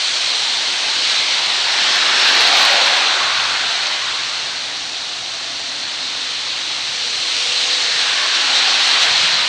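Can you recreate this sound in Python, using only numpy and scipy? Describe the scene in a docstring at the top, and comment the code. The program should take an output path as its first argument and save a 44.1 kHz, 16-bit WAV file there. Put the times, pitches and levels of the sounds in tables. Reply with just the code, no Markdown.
"""Rain patters over a steady wash on a street, with fat drops ticking on leaves close by.
Cars pass through the water from the start, the third loudest: tyres hiss and roar as narrow bands glide.
Halfway comes a lull, where the hum of an idling engine and low drones come through.
Then more cars swell and fade, bursting through puddles, and another draws near at the end.
Sources are coloured noise, sparse impacts and engine harmonics; the deep bass flickers and high peaks clip."""
import sys
import numpy as np
from scipy import signal
from scipy.fft import rfft, irfft
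from scipy.io import wavfile
from scipy.ndimage import uniform_filter1d

SR = 44100
rng = np.random.default_rng(int(sys.argv[2]) if len(sys.argv) > 2 else 0)


def generate_wav(sig):
    """Save sig (samples, or channels by samples) to the path in sys.argv[1] as 16-bit PCM at SR."""
    pcm = np.round(np.clip(np.atleast_2d(sig).T, -1, 1) * 32767).astype(np.int16)
    wavfile.write(sys.argv[1], SR, pcm)


N = 418068

# time-frequency grid on which noise is shaped (samples)
FRAME, HOP = 1024, 256
HZ = np.fft.rfftfreq(FRAME, 1 / SR)
FRAME_S = np.arange(N // HOP + 5)[:, None] * HOP / SR


def amp(db):
    """Decibels to gain."""
    return 10 ** (np.asarray(db) / 20)


def evened(x):
    """Scales to rms 1."""
    return x / np.sqrt(np.mean(x ** 2) + 1e-20)


def colour(points, hz):
    """Gain of a spectrum, joined on a log-frequency axis."""
    point_hz, db = np.transpose(points)
    return amp(np.interp(np.log(hz + 1), np.log(point_hz), db))


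# The microphone's colour, with its port resonance. Each row: frequency in Hz, gain in dB.
MIC_COLOUR = [(2500, 0.5), (3400, 1.5), (4150, 3.5), (4500, 1.5), (5000, -4), (5900, -3.5), (7000, -6.5),
              (8600, -6.5), (9400, -11.5), (10200, -30.5), (11000, -75), (12500, -66)]


def heard(points):
    """A source's spectrum through the microphone, at unit power."""
    return evened(colour(points, HZ) * colour(MIC_COLOUR, HZ))


def patches(size):
    """Smooth chance over time and frequency, at rms 1; size is (frames, bins)."""
    field = rng.standard_normal((len(FRAME_S), len(HZ)))
    field = uniform_filter1d(field, size[0], axis=0)
    return evened(uniform_filter1d(field, size[1], axis=1, mode="wrap"))


def splashes(per_s, spread_db):
    """Random impacts of either sign, most of them small and a few large."""
    size = amp(spread_db * np.minimum(rng.exponential(1, N), 3.6))
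    sign = rng.choice([-1, 1], N)
    struck = rng.random(N) < per_s / SR
    return evened(size * sign * struck)


def shaped(gains, grain=None, share=0):
    """Noise, with a share of its power as separate impacts, under gains moving in time and frequency."""
    drive = rng.standard_normal(N)
    if grain is not None:
        share = np.clip(share, 0, 1)
        drive = np.sqrt(1 - share) * drive + np.sqrt(share) * grain
    spectrum = signal.stft(drive, nperseg=FRAME, noverlap=FRAME - HOP)[2]
    spectrum = spectrum * gains[:spectrum.shape[1]].T
    return signal.istft(spectrum, nperseg=FRAME, noverlap=FRAME - HOP)[1][:N]


def swells(rows):
    """Narrow bands of noise that swell, glide and fade."""
    power = 0
    for peak_s, length_s, hz, glide, width_hz, db in rows:
        age_s = np.clip(FRAME_S - peak_s, -length_s / 2, length_s / 2)
        band = np.exp(-2 * ((HZ - hz * 2 ** (glide * age_s)) / width_hz) ** 2)
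        swell = abs(np.cos(np.pi * age_s / length_s))
        power = power + amp(db) ** 2 * swell * band / band.mean(1, keepdims=True)
    return shaped(np.sqrt(power))


def distance(abreast_s, reach_s):
    """A car's distance on a straight road, as a multiple of its closest."""
    return np.hypot(1, (FRAME_S - abreast_s) / reach_s)


# ripple from the road's reflection: spacing with the car abreast (Hz), strength at the low end (0-1)
ECHO_SPACING_HZ, ECHO_SHARE = 800, 0.033


def road_echo(far):
    """The wet road mirrors tyre noise; the ripples are closest in frequency when the car is nearest."""
    fading = np.exp(-(HZ / 3800) ** 2)  # weaker in the treble
    return 1 + ECHO_SHARE * fading * np.cos(2 * np.pi * HZ / (ECHO_SPACING_HZ * far))


# how the spray fades (dB per doubling of distance)
SPRAY_FALL_DB = 14
# spray is brighter as a car approaches and duller behind it (dB over the octave above the pivot)
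APPROACH_TILT_DB = 2.5
# Colour of tyre spray. Each row: frequency in Hz, relative level in dB per Hz.
SPRAY_COLOUR = [(100, -47.5), (500, -21.5), (1000, -21), (2000, -6), (3000, 0), (4100, 1.5), (5700, -2),
                (8000, -10), (10000, -18.5)]
# Tyres burst through puddles. Each row: peak time in seconds, half length in seconds, level in dB.
PUDDLE_BURSTS = [(1.098, 0.071, -21), (1.878, 0.094, -20), (2.21, 0.029, -19.5), (2.407, .025, -20),
                 (2.626, .04, -21), (2.83, 0.056, -21.5), (6.964, 0.06, -32), (7.36, .1, -24.5),
                 (8.567, 0.029, -17.5), (8.91, 0.04, -21), (9.03, 0.011, -13.5), (9.22, 0.052, -18.5)]
# Passing cars. Each row: time abreast in seconds, seconds taken to drive as far as the lane is from
# the microphone, level abreast in dB of spray, of roar and of drum, fineness of the spray in dB per octave.
PASSING_CARS = [(0.15, 0.75, -20.5, -31.5, -43, 4), (1.2, 1.03, -19.5, -28.5, -37, 0.5),
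                (2.58, 0.86, -15.5, -17, -29, 0), (3.83, 0.76, -22.5, -27.5, -55.5, -0.5),
                (6.35, 0.98, -26.5, -35, -59.5, -7), (7.65, 0.68, -19.5, -47, -41.5, 1.5),
                (8.89, 1.09, -15.5, -21, -35.5, -0.5), (10.4, 0.9, -22, -33.5, -46.5, 0.5)]


def spray(patchy_db=1.0, surge_db=0.21, pivot_hz=4200):
    """Tyres tear the water film into droplets, in small surges; finer droplets hiss higher."""
    treble = np.clip(np.log2((HZ + 1) / pivot_hz), 0, 1)
    power = 0
    for abreast_s, reach_s, spray_db, _, _, fine_db in PASSING_CARS:
        far = distance(abreast_s, reach_s)
        approach = (abreast_s - FRAME_S) / (reach_s * far)  # near 1 coming, near -1 going
        level_db = spray_db - SPRAY_FALL_DB * np.log2(far)
        tilt_db = (fine_db + APPROACH_TILT_DB * approach) * treble
        power = power + (amp(level_db + tilt_db) * road_echo(far)) ** 2
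    for peak_s, half_s, db in PUDDLE_BURSTS:
        power = power + amp(db) ** 2 * np.exp(-((FRAME_S - peak_s) / half_s) ** 2)
    uneven = amp(patchy_db * patches(size=(10, 12)) + surge_db * patches(size=(8, 250)))
    gains = heard(SPRAY_COLOUR) * np.sqrt(power) * uneven
    return shaped(gains, splashes(per_s=4000, spread_db=3.0), share=0.19)


# how each part fades (dB per doubling of distance)
ROAR_FALL_DB, DRUM_FALL_DB, RUMBLE_FALL_DB = 14.5, 14, 23.5
# the body rumbles just ahead of the closest point, the casings drum just after it
RUMBLE_LEAD_S, DRUM_LAG_S = 0.19, 0.19
# Colours of tread roar, casing drum and body rumble.
# Each row: frequency in Hz, relative level in dB per Hz.
ROAR_COLOUR = [(150, -49.5), (600, -7.5), (1050, 1.5), (1600, 3), (2500, 2.5), (3500, -3.5), (5000, -10.5),
               (10000, -25)]
DRUM_COLOUR = [(100, -39), (420, -7), (550, -3), (780, 3), (950, 1), (1300, -25), (4000, -40)]
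RUMBLE_COLOUR = [(50, -49.5), (100, -35), (190, -4.5), (290, 0), (400, 0.5), (600, -0.5), (1500, -24)]


def tyres(rumble_db=-7.5, patchy_db=1.65):
    """Tread roar and casing drum fade alike with distance; body rumble fades fastest."""
    power = 0
    for abreast_s, reach_s, _, roar_db, drum_db, _ in PASSING_CARS:
        far = distance(abreast_s, reach_s)
        drum_far = distance(abreast_s + DRUM_LAG_S, reach_s)
        rumble_far = distance(abreast_s - RUMBLE_LEAD_S, reach_s)
        roar = heard(ROAR_COLOUR) * amp(roar_db - ROAR_FALL_DB * np.log2(far))
        drum = heard(DRUM_COLOUR) * amp(drum_db - DRUM_FALL_DB * np.log2(drum_far))
        # the rumble's level is set relative to the drum
        rumble_level_db = drum_db + rumble_db - RUMBLE_FALL_DB * np.log2(rumble_far)
        rumble = heard(RUMBLE_COLOUR) * amp(rumble_level_db)
        power = power + (roar ** 2 + drum ** 2 + rumble ** 2) * road_echo(far) ** 2
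    # uneven water depth makes the colour shift from moment to moment
    shifting = amp(patchy_db * patches(size=(14, 4)))
    return shaped(np.sqrt(power) * shifting)


# Each row: peak time in seconds, length in seconds, pitch in Hz, glide in octaves per second,
# width in Hz, level in dB.
GLIDING_BANDS = [(.5, 0.48, 890, 0.072, 110, -39), (1.27, .3, 2120, 0.023, 220, -29),
                 (1.9, 0.52, 810, -0.047, 260, -35), (2.22, 1.3, 1610, -0.22, 210, -27),
                 (2.32, 0.34, 2850, 0, 250, -26), (2.1, 1.1, 5300, 0.03, 350, -29),
                 (2.77, 0.39, 550, 0.055, 55, -32), (2.65, 0.6, 825, -0.05, 70, -28),
                 (2.7, 0.74, 716, 0, 55, -29.5), (2.58, 0.87, 4180, -0.1, 700, -20.5),
                 (3.28, 0.54, 1100, 0.15, 70, -28), (3.28, 1, 1430, 0.12, 250, -27),
                 (3.7, 0.41, 766, .2, 120, -35.5), (4.1, 0.56, 1110, 0.34, 129.6, -37),
                 (5.3, 1.7, 713, -0.18, 55, -44), (7.05, .4, 487, 0, 35, -48),
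                 (7.74, 0.81, 487, -0.082, 42, -40), (8.15, 0.93, 1710, -0.29, 280, -29),
                 (8.25, .3, 1120, -.2, 80, -33), (8.62, 0.33, 797, -0.14, 52, -29),
                 (8.96, 0.35, 753, -.25, 45, -32)]


def gliding_bands():
    """Narrow bands of noise glide and swell as cars pass."""
    return swells(GLIDING_BANDS)


RAIN_DB = -26
# Colour of rain on the road. Each row: frequency in Hz, relative level in dB per Hz.
RAIN_COLOUR = [(60, -47.5), (130, -22), (200, -21.5), (270, -11), (360, -10.5), (425, -12.5), (520, -8.5),
               (740, -7), (1000, -8), (1600, -6.5), (2400, -5.5), (4100, 0.5), (6000, -1), (10000, -15)]


def rain():
    """Thousands of drops on the road merge into a wash with a fine patter on top."""
    gains = heard(RAIN_COLOUR) * amp(RAIN_DB + 0.51 * patches(size=(14, 14)))
    return shaped(gains, splashes(per_s=2500, spread_db=3.5), share=0.32)


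# each leaf colours its tick differently: middle pitch (Hz), spread (octaves), height of the ring (dB)
LEAF_HZ, LEAF_SPREAD, LEAF_RING_DB = 3800, 0.53, 14
# Fat drops on the leaves close by. Each row: start in seconds, peak level in dB.
LEAF_DROPS = [(.0838, -20), (.2945, -15), (.4064, -17), (.4485, -15), (1.0988, -7), (2.1987, -4),
              (3.2026, -10), (3.3763, -6), (3.4006, -10), (3.858, -13), (3.8693, -10), (4.0332, -19),
              (4.5228, -21), (4.8966, -18), (4.9476, -16), (5.7914, -18), (6.2492, -17), (6.3201, -21),
              (6.524, -16), (7.1108, -15), (7.529, -13), (7.7372, -12), (7.9925, -8), (8.9164, -8)]


def near_drops(decay_s=0.0015):
    """Each drop slaps a different leaf with a short, dead tick."""
    out = np.zeros(N + FRAME)
    t = (np.arange(FRAME) - FRAME // 2) / SR
    for start_s, db in LEAF_DROPS:
        leaf_hz = LEAF_HZ * 2 ** (LEAF_SPREAD * rng.standard_normal())
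        ring = amp(LEAF_RING_DB * np.exp(-(2 * np.log2((HZ + 1) / leaf_hz)) ** 2))
        slap = rng.standard_normal(FRAME) * (t >= 0) * np.exp(-abs(t) / decay_s)
        tick = irfft(rfft(slap) * ring * heard(SPRAY_COLOUR)) * np.hanning(FRAME)
        first = round(start_s * SR) - FRAME // 2
        out[first:][:FRAME] += amp(db) * tick / abs(tick).max()
    return out[:N]


# Each row: peak time in seconds, length in seconds, pitch in Hz, glide in octaves per second,
# width in Hz, level in dB.
LOW_DRONES = [(4.8, .6, 277, 0, 22, -49.5), (5.95, 1.4, 270, 0, 26, -50), (6.68, 0.2, 318, 0, 45, -47.5),
              (8.55, 0.67, 268, 0, 29, -47)]


def low_drones():
    """Low drones: narrow bands of noise that swell and fade."""
    return swells(LOW_DRONES)


# Each row: time in seconds, length in seconds, pitch in Hz, glide in octaves per second,
# width in Hz, level in dB.
LOW_BUMPS = [(3.5, 0.53, 140, 0, 90, -48.5), (9.1, 0.055, 130, 0, 110, -43),
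             (9.27, 0.38, 150, 0, 80, -43.5)]


def bumps():
    """Soft low bumps, each a brief swell of bass noise."""
    return swells(LOW_BUMPS)


# an engine idles nearby: firing rate and level of its hum
FIRING_HZ, HUM_DB = 42.8, -54
# The engine's harmonics. Each row: multiple of the firing rate, relative level in dB.
ENGINE_HARMONICS = [(2, -1.5), (3, 3), (4, -5), (5, -7.5), (6, 2), (7, -2)]


def engine(waver=0.006, flutter=0.2):
    """Low firing harmonics whose speed and strength waver."""
    t = np.arange(N) / SR
    knots = np.linspace(0, N / SR, num=70)

    def drift():
        """A slow random wander."""
        return np.interp(t, knots, rng.standard_normal(len(knots)))

    turns = np.cumsum(FIRING_HZ * (1 + waver * drift())) / SR
    hum = 0
    for multiple, db in ENGINE_HARMONICS:
        strength = amp(db) * (1 + flutter * drift())
        hum = hum + strength * np.sin(2 * np.pi * (round(multiple) * turns + rng.random()))
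    return amp(HUM_DB) * evened(hum)


BASS_DB = -55.5
# Colour of the street's bass. Each row: frequency in Hz, relative level in dB per Hz.
BASS_COLOUR = [(15, -8.5), (40, -7.5), (65, 0.5), (100, 0.5), (160, 5.5), (230, -6), (400, -31)]


def bass(lumpy_db=3.0):
    """Faint, deep, lumpy noise of the street."""
    return shaped(heard(BASS_COLOUR) * amp(BASS_DB + lumpy_db * patches(size=(8, 60))))


# top of the flickering band, and the depth of its gaps
FLICKER_HZ, FLICKER_GAP_DB = 171, -28
# The deep bass flickers, most of all while cars pass.
# Each row: time in seconds, share of the time that the bass is present from 0 to 1.
BASS_PRESENCE = [(0, 0.28), (1.75, 0.62), (1.9, 0.26), (3.05, .1), (3.3, 1), (3.9, 0.6), (4.3, 0.9),
                 (7.2, 0.94), (7.35, 0.33), (8.1, 0.6), (8.25, 0), (9, 0.22), (9.08, 0.77)]


def flicker(x, softness=0.1):
    """The deep bass drops away between brief, irregular surges."""
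    chance = uniform_filter1d(uniform_filter1d(rng.standard_normal(len(FRAME_S)), size=7), size=5)
    chance = chance - uniform_filter1d(chance, size=24)  # keeps only quick changes
    rank = np.argsort(np.argsort(chance)) / len(chance)
    share = np.interp(FRAME_S[:, 0], *np.transpose(BASS_PRESENCE))
    present = np.clip(1 + (share - rank) / softness, 0, 1)
    gap = np.interp(np.arange(N) / SR, FRAME_S[:, 0], uniform_filter1d(1 - present, size=3))
    lowpass = signal.butter(N=5, Wn=FLICKER_HZ, fs=SR, output="sos")
    deep = signal.sosfiltfilt(lowpass, x)
    return x - deep * gap * (1 - amp(FLICKER_GAP_DB))


def scene():
    """Rain, traffic and close drops at one microphone."""
    traffic = spray() + tyres() + gliding_bands()
    background = low_drones() + engine() + bass() + bumps()
    return flicker(rain() + near_drops() + traffic + background)[None]


def record(dry, ceiling=0.72, edge_hz=15830):
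    """The highest peaks clip; then a steep lowpass limits the band."""
    clipped = np.clip(dry, -ceiling, ceiling)
    lowpass = signal.firwin(511, edge_hz, window=("kaiser", 9), fs=SR)
    return signal.oaconvolve(clipped, lowpass[None], "same")


dry = scene()
out = record(dry)
generate_wav(out)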